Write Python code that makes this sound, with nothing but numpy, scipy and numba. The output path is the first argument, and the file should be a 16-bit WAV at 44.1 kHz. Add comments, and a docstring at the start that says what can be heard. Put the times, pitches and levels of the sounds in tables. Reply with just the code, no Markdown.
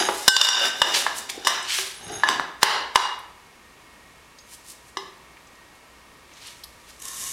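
"""Metal scrapes, squeals, knocks and bounces mingle as a thin aluminium tube rolls against a steel angle bar
on a steel table. Palms slide over the tube now and then; near the end a felt marker starts a line along it.
Decaying modes make the knocks, random grains the rattle and friction, uneven overtones the squeal.
Noise, faint tones and decaying noise tails make the echoing workshop; one microphone hears it all
behind a gain control that lets the loudest blows clip before they pull the level down."""
import sys
import numpy as np
from scipy import signal
from scipy.fft import rfft, irfft, next_fast_len
from scipy.io import wavfile
from scipy.ndimage import map_coordinates
from numba import njit

SR = 44100
rng = np.random.default_rng(int(sys.argv[2]) if len(sys.argv) > 2 else 0)


def log_audio(samples):
    """Write samples as a 16-bit WAV file to the path given in sys.argv[1]."""
    # one column per channel
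    frames = np.atleast_2d(samples).T
    # limit to full scale, then quantise
    limited = np.clip(frames, -1, 1)
    pcm = np.round(limited * 32767).astype(np.int16)
    wavfile.write(sys.argv[1], SR, pcm)


N = 322812

# Levels are mix levels ahead of the echoes and the gain control; mode widths are those before any damping.
# workshop and microphone noise, spectrum points: pitch_hz, density_db [relative, per Hz]
AIR = [(12, -41), (20, -7), (65, -5), (187, -5), (268, -5), (365, -5), (797, -7), (1180, -2.5), (1390, -11),
       (1840, -6), (2000, -12.5), (2180, -7), (3130, -12.5), (11300, -21.5), (15800, -26.5)]
# faint tones, before they waver: pitch_hz, level_db [rms]
HUM = [(59.2, -67.5), (958.2, -68.5), (1319, -71.5), (1863, -67.5), (1895, -68.5), (2180, -67), (2724, -74)]
# decay of the workshop's echoes: pitch_hz, t60_s
SHOP = [(150, 0.73), (1000, 0.64), (4000, 0.57), (12000, 0.32)]
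# a low rumble that comes and goes: peak_s, rise_s, fall_s, deep_db [near 55 Hz], low_db [near 120 Hz]
RUMBLE = [(2.1, .12, 0.21, -68, -45), (2.378, 0.12, 0.15, -60, -52), (6.55, .5, 1.3, -62.5, -73),
          (7.32, 0.25, .1, -59, -57)]
# squeals: peak_s, rise_s, fall_s, level_db
SQUEAL = [(0.0, .02, 0.16, -35.5), (1.95, .04, .1, -54), (2.06, 0.044, 0.031, -49),
          (2.15, 0.13, 0.16, -47.5), (4.385, .02, 0.1, -61)]
# overtones of the squeal, before they flutter: multiple [of the slip rate], level_db
OVERTONES = [(3, 11.5), (4, 4.5), (5, 10), (6, -2), (7, -20)]
# dry ticks of fingers and marker barrel: start_s, level_db, pitch_hz
TICKS = [(1.377, -27, 400), (1.626, -33, 8000), (3.19, -42, 10900), (4.386, -38, 4900), (5.369, -43, 2200),
         (5.47, -49, 6400), (5.554, -52, 5430), (5.751, -54, 8700), (6.316, -42.5, 2480),
         (6.336, -46, 6000), (6.471, -39, 9000), (6.636, -30, 4520), (6.639, -31, 11700),
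         (6.889, -44, 12000), (6.905, -48, 6000)]
# the marker tip sets down, then gathers speed: peak_s, rise_s, fall_s, hiss_db, steel_db
MARKER = [(7.06, .07, 0.61, -46, -47), (7.23, 0.21, 0.54, -34.5, -51.5)]
# the tip catches as it starts: start_s, level_db [peak, 4 ms after the start]
CATCHES = [(6.997, -41), (7.019, -33), (7.037, -57), (7.0508, -33), (7.0806, -31)]
# spectrum of the felt's hiss: pitch_hz, density_db [relative, per Hz]
FELT = [(1290, -24), (2200, -14.5), (2680, -19), (2860, -11.5), (3730, -15.5), (4330, -15.5), (6320, -5.5),
        (11100, -9), (13600, -15), (15800, -31)]
# what hums under the marker: pitch_hz, width_hz, level_db
DRAWN = [(1073, 33, 4.5), (1800, 67, -0.5), (3770, 160, -3.5)]
# palms sliding on the tube: peak_s, rise_s, fall_s, dull_db, bright_db
PALMS = [(0.2, 0.41, 0.1, -41.5, -34.5), (0.94, 0.0038, 0.037, -22, -36), (0.965, 0.035, .07, -23, -24.5),
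         (1.18, 0.051, 0.026, -46, -30.5), (1.298, 0.01, 0.016, -27, -28), (1.73, 0.097, 0.17, -25, -29.5),
         (4.546, .09, 0.013, -52.5, -40.5), (4.7, 0.085, 0.039, -57, -40.5), (4.882, .07, 0.029, -65, -51),
         (6.42, 0.21, 0.32, -52, -51.5), (6.47, 0.043, 0.046, -42, -61), (6.7, .1, 0.23, -69, -66),
         (6.904, .09, 0.055, -50, -51)]
# metal dragged on metal: peak_s, rise_s, fall_s, tube_db [rattle], bar_db [grind], table_db [grind]
DRAG = [(0.0, .05, 0.11, -31.5, -23, -25.5), (0.449, 0.16, 0.046, -12.5, -15.5, -43),
        (0.659, 0.2, 0.046, -24.5, -25, -35), (0.88, 0.19, 0.33, -31, -31, -35.5),
        (1.2, 0.071, 0.12, -47, -53, -51), (1.37, 0.12, 0.13, -49, -64, -43),
        (1.504, 0.082, 0.2, -35.5, -28, -40), (2.12, 0.16, 0.27, -44.5, -39.5, -39),
        (2.3, 0.064, 0.08, -32, -25, -28), (2.625, 0.017, 0.0083, -30, -33, -61),
        (2.953, 0.0084, 0.011, -27, -34, -60)]
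# shell modes of the tube: pitch_hz, width_hz, level_db
TUBE = np.transpose([ [565, 1545, 2852, 2930, 3565, 3672, 4703, 4918, 5175, 5385, 5655, 6110, 6400, 6783, 6880, 7251, 7700, 8586, 9367, 9878, 10120, 10690, 11050, 12420, 13520],
        [6, 3, 8, 6, 8, 12, 6, 12, 11, 12, 10, 14, 14, 10, 12, 8, 14, 10, 10, 22, 10, 14, 20, 24, 30],
        [-16.5, -3, 0.83, 4.0, 1.9, 3.3, 0.98, -4.5, 2.8, -7, 0.5, -38.0, -10.5, -39, -5.5, -5, -7, -7.5, -26, -10.5, -32, -14, -14.5, -12, -38]])
# modes of the steel angle: pitch_hz, width_hz, level_db
BAR = np.transpose([ [950, 1048, 1160, 1237, 1330, 1710, 1765, 1865, 2030, 3030, 3360, 3812, 4060, 6010],
       [30, 18, 30, 30, 25, 22, 25, 20, 40, 30, 35, 35, 16, 25],
       [-0.5, 1.0, -2, -16.5, -17.5, 0.5, -49.0, -9, -4.0, -2.5, -4.5, -1.5, -4, -8.0]])
# modes of the steel table top: pitch_hz, width_hz, level_db
TABLE = np.transpose([ [200, 320, 385, 455, 517, 650, 750, 838], [60, 40, 16, 25, 16, 40, 30, 12],
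         [-8.5, -3, 1.0, -8, -9.5, -9, -3.5, -4.0]])
# knocks, and at 1.448 s the first touch of a scrape: start_s, level_db, tube_db, bar_db, table_db, grip_db
# [above 1 Hz of width added to the tube; the bar gets 1.46 times as much], hardness_db [per octave],
# favoured_hz [mode the contact point favours and the grip spares], favoured_db
BLOWS = [(0.0, -28, 3.5, -10, -37, 2, 5, 4918, 15), (0.087, 3.5, -28, -33, -20.5, 28, -16.5, 1003, 0),
         (0.279, 16.5, -11.5, -13.5, -26.5, 10, 3.5, 1545, 14),
         (0.612, -19, 0, -18, -26, 10, -10.5, 2852, 9),
         (0.817, -3.5, 2, 6.5, -37.5, 37.5, -5.5, 2852, -4.5),
         (0.962, -12.5, -14, -12, -13.5, 18, -9, 3000, 11),
         (1.065, -3.5, -30, -5, -43, 37.5, -9.5, 1684, 20), (1.448, -19.5, -5, -7.5, -9, -6, 3, 3670, 3),
         (1.47, 5, -19.5, -13, -30.5, 17, -1.5, 3670, 0), (1.786, -13, -32.5, 2.5, -17, 36, 2, 377, 23),
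         (2.235, -24, 4, 18.5, -31, 28, -6, 1728, 11), (2.288, -8.5, 3.5, 6, -21, 46, 0.5, 1048, 1.5),
         (2.397, -20.5, -12.5, 18, -14, 47.5, -4, 3670, -5),
         (2.63, 11.5, -5.5, 5.5, -27.5, 45, -2.5, 1188, 2), (2.957, 4.5, -8, 1, -22, 35.5, -5, 2852, -6),
         (4.97, -23, -2, 8, -14, 32, 0.5, 385, 13)]
# the tube bounces after it lands: start_s, level_db, favoured_hz
BOUNCES = [(0.365, 3, 2852), (0.413, 3, 3565), (0.448, -5.5, 3672), (0.469, -6, 2852), (0.487, -3, 5655)]
# touch shared by the bounces: tube_db, bar_db, table_db, grip_db [as for the knocks],
# hardness_db [per octave], favoured_db
BOUNCE_TOUCH = (5, -1, -41, 35.5, -1, 0.5)

SLIP_HZ = 2170  # centre of the squeal's uneven slip rate
TICK_T60_S, TICK_Q = 0.039, 2.5
BRIGHT_LAG = 0.22  # the bright part of a slide peaks this share of the fall later
ROUND = 1.29  # shape of a swell: 1 pointed, 2 round
TOP_HZ = 15900  # nothing passes at or above this pitch


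def amp(db):
    """Gain of a level in dB."""
    return 10 ** (np.asarray(db) / 20)


def unit(x):
    """x at rms 1."""
    return x / np.sqrt(np.mean(x ** 2) + 1e-20)


def along(points, hz):
    """Reads a curve of (pitch_hz, value) points on a log pitch axis."""
    f, v = np.transpose(points)
    return np.interp(np.log(hz + 1), np.log(f + 1), v)


def wobble(rate):
    """A smooth random curve, rate knots a second."""
    knots = rng.standard_normal(int(N * rate / SR) + 4)
    return map_coordinates(knots, [np.arange(N) * rate / SR])


def filtered(x, response):
    """x times a complex response of frequency."""
    m = next_fast_len(N + SR // 2)
    return irfft(rfft(x, m) * response(np.fft.rfftfreq(m, 1 / SR)), m)[:N]


def body(modes, widen):
    """Causal response of a set of resonances with alternating signs, their widths scaled by widen."""
    def response(f):
        total = 0
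        for k, (hz, width, db) in enumerate(modes):
            damping = 1j * f * width * widen
            total = total + (-1) ** k * amp(db) * damping / (hz * hz - f * f + damping)
        return total
    return response


def hump(hz, q):
    """Response of one broad resonance passed twice."""
    def response(f):
        damping = 1j * f * hz / q
        return (damping / (hz * hz - f * f + damping)) ** 2
    return response


def grit(rate, spread_db):
    """Tiny impacts at random moments and strengths, rate a second on average."""
    return (rng.random(N) < rate / SR) * amp(spread_db * rng.standard_normal(N)) * rng.standard_normal(N)


def swells(rows, lag=0):
    """One gain curve per level column: each row rises to its peak and falls, 20 dB in its rise and fall time."""
    s, rise, fall, *levels_db = np.transpose(rows)[:, :, None]
    grid = np.arange(0, N + 32, 32)  # coarse time steps, joined by straight lines
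    t = grid / SR - s - lag * fall
    shape = amp(-20 * np.where(t < 0, -t / rise, t / fall) ** ROUND)
    return [np.interp(np.arange(N), grid, np.sum(amp(db) * shape, axis=0)) for db in levels_db]


def radiated(f, low_hz=260, high_hz=12200):
    """Thin metal sends out little bass, and the topmost treble fades on the way."""
    bass_cut = 1j * f / (low_hz + 1j * f)
    return (bass_cut / (1 - (f / high_hz) ** 2 + 1.2j * f / high_hz)) ** 2


def workshop():
    """Steady background noise with a few faint, wavering tones."""
    air = unit(filtered(rng.standard_normal(N), lambda f: amp(along(AIR, f))))
    t = np.arange(N) / SR
    hum = 0
    for hz, db in HUM:
        gain = amp(db + 3.2 * wobble(12)) * np.sqrt(2)  # sqrt(2) turns rms into peak
        hum = hum + gain * np.sin(2 * np.pi * hz * t + 0.39 * wobble(13.0))
    return amp(-51.5 + 0.29 * wobble(3.036)) * air + hum


def rumble():
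    """Noise swells in two broad bands below most of the table's ring."""
    def band(hz):
        resonance = body([(hz, 1.1 * hz, 0)], widen=1)
        return unit(filtered(rng.standard_normal(N), lambda f: resonance(f) ** 2))
    deep, low = swells(RUMBLE)
    return deep * band(hz=55) + low * band(hz=126)


def echoes(x, size=16384):
    """The hall answers each stretch of sound with a new noise tail; every frequency dies at its own speed."""
    out, x = np.zeros(N + 2 * SR + size), np.pad(x, size)
    window = np.sqrt(np.hanning(size))
    for start in range(0, N + size, size // 2):
        hz, t, z = signal.stft(rng.standard_normal(SR * 2 // 3), SR, nperseg=256)
        decay = amp(-60 * t / along(SHOP, hz)[:, None])
        tail = signal.istft(z * decay, SR, nperseg=256)[1]
        wet = signal.fftconvolve(x[start:start + size] * window, tail / np.linalg.norm(tail))
        out[start + 300:][:len(wet)] += wet  # 300 samples of pre-delay
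    return out[size:size + N]


def squeal():
    """Fast stick and slip: broken, fluttering overtones of one uneven slip rate."""
    slip_hz = SLIP_HZ * (1 + .007 * wobble(300) + .006 * wobble(25))
    phase = 2 * np.pi * np.cumsum(slip_hz) / SR
    voice = 0
    for multiple, db in np.array(OVERTONES):
        flutter_db = -13 * abs(wobble(30)) + 2.5 * wobble(120)
        voice = voice + amp(db + flutter_db) * np.sin(multiple * phase)
    return swells(SQUEAL)[0] * voice


def ticks():
    """Each tick is a short puff of noise in one broad resonance."""
    out, t, f = np.zeros(N + SR), np.arange(4096) / SR, np.fft.rfftfreq(4096, 1 / SR)
    envelope = amp(-60 * t / TICK_T60_S) * (1 - np.exp(-t / 0.00066))
    for s, db, hz in TICKS:
        noise = rng.standard_normal(len(t))
        puff = unit(irfft(rfft(noise) * hump(hz, TICK_Q)(f))) * envelope
        out[round(s * SR):][:len(t)] += amp(db) * puff
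    return out[:N]


def marker():
    """The felt tip hisses, a little through the tube's modes, and its drag hums in the bar."""
    hiss_gain, steel_gain = swells(MARKER)
    t = np.arange(N) / SR
    catches = sum(amp(db - 60 * abs(t - s - .004) / 0.014) for s, db in CATCHES)
    tip = grit(12000, spread_db=2.5)
    tube = body(TUBE, widen=9)
    hiss = unit(filtered(tip, lambda f: amp(along(FELT, f)) * (1 + 0.45 * tube(f))))
    bar = unit(filtered(grit(5200, spread_db=4.5), body(DRAWN, widen=0.9)))
    return amp(0.52 * wobble(40)) * ((hiss_gain + catches) * hiss + steel_gain * bar)


def palms():
    """Skin friction: dense grains in a low and a high hump; the high one peaks later."""
    dull, bright = swells(PALMS)[0], swells(PALMS, lag=BRIGHT_LAG)[1]
    low = unit(filtered(grit(9000, spread_db=2.5), hump(hz=3100, q=0.7)))
    high = unit(filtered(grit(9000, spread_db=2.5), hump(hz=8700, q=0.51)))
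    return amp(1.9 * wobble(60)) * (dull * low + bright * high)


def drag():
    """Grit between the surfaces feeds the hand-damped tube, the bar and the table."""
    tube_modes = body(TUBE, widen=7)

    def tube(f):
        return tube_modes(f) + amp(-25.5) * 1j * f / 5000  # a bright edge over the modes

    out = 0
    for gain, response in zip(swells(DRAG), (tube, body(BAR, widen=12.3), body(TABLE, widen=3.0))):
        grains = grit(2500, spread_db=3)
        uneven = gain * amp(1.5 * wobble(45.7)) * grains
        out = out + filtered(uneven, response) / np.std(filtered(grains, response))
    return out


def ring(modes, t, added_hz, tilt_db, free_hz, free_db):
    """Free decay of the modes; a hard contact favours the high ones, a grip shortens all but the spared one."""
    hz, width, db = np.transpose(modes)[:, :, None]
    spared = np.exp(-(np.log(hz / free_hz) / .018) ** 2)  # 1 at the favoured mode, near 0 away from it
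    chance_db, phase = rng.normal(0, 2, size=hz.shape), rng.uniform(0, 2 * np.pi, size=hz.shape)
    level = amp(db + tilt_db * np.log2(hz / 2000) + chance_db)
    damped_width = width + added_hz * (1 - .93 * spared)
    fade = np.exp(-np.pi * damped_width * t) * (1 - np.exp(-t / .0004))
    swing = np.sin(2 * np.pi * hz * t + phase)
    return np.sum(level * amp(free_db * spared) * fade * swing, axis=0) / np.linalg.norm(level)


def contacts():
    """Blows and bounces as rows of one form, in time order."""
    *touch, favoured_db = BOUNCE_TOUCH
    bounces = [(s, db, *touch, hz, favoured_db) for s, db, hz in BOUNCES]
    return sorted([tuple(row) for row in BLOWS] + bounces)


def blows():
    """Each contact is a short noise crack; tube, bar and table ring on at new strengths."""
    out, t = np.zeros(N + SR), np.arange(SR // 2) / SR
    hz = np.fft.rfftfreq(2048, 1 / SR)
    rows = contacts()
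    ends = [row[0] for row in rows[1:]] + [N / SR]
    for (s, db, tube_db, bar_db, table_db, grip_db, *touch), until in zip(rows, ends):
        # touch holds hardness_db, favoured_hz, favoured_db
        slope = amp(touch[0] * np.log2(hz / 2000 + .5)) * hz ** 2 / (hz ** 2 + 600 ** 2)
        noise = np.resize(unit(irfft(rfft(rng.standard_normal(2048)) * slope)), len(t))
        crack = noise * amp(-60 * t / 0.054) * (1 - np.exp(-t / 0.0006))
        stilled = amp(-60 * np.clip(t - (until - s), 0, None) / 0.025)  # the next contact stops the tube
        tube = amp(tube_db) * ring(TUBE, t, amp(grip_db), *touch) * stilled
        bar = amp(bar_db) * ring(BAR, t, 1.46 * amp(grip_db), *touch)
        table = amp(table_db) * ring(TABLE, t, 0.62, 0, *touch[1:])
        out[round(s * SR):][:len(t)] += amp(db) * (0.14 * crack + tube + bar + table)
    return out[:N]


def scene():
    """Everything reaches the one microphone; both channels carry it. 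The ticks feed the hall less."""
    near = filtered(blows() + drag() + palms(), radiated) + marker() + squeal()
    taps = filtered(ticks(), radiated)
    hall = amp(-5.5) * echoes(near + amp(-4.5) * taps)
    return np.tile(near + taps + hall + workshop() + rumble(), (2, 1))


@njit
def follow(size, rise, fall):
    """A level detector that charges fast and drains slowly."""
    out, level = np.empty(len(size)), 0.
    for i in range(len(size)):
        level += (size[i] - level) * (rise if size[i] > level else fall)
        out[i] = level
    return out


def record(dry):
    """Gain control a few ms late, so that the loudest blows clip; then a treble roll-off and the band limit."""
    late = round(.0045 * SR)
    detected = follow(np.abs(dry[0]), 1 / (0.0023 * SR), 1 / (.06 * SR))
    level = np.pad(detected, (late, 0))[:N]
    controlled = dry[0] / (1 + (level / amp(-11)) ** 3) ** 0.4
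    clipped = controlled / (1 + np.abs(controlled / .64) ** 8) ** (1 / 8)  # rounded ceiling at 0.64

    def treble(hz):
        return (hz < TOP_HZ) / np.sqrt(1 + (hz / 13500) ** 8)

    return np.tile(filtered(clipped, treble), (2, 1))


dry = scene()
out = record(dry)
log_audio(out)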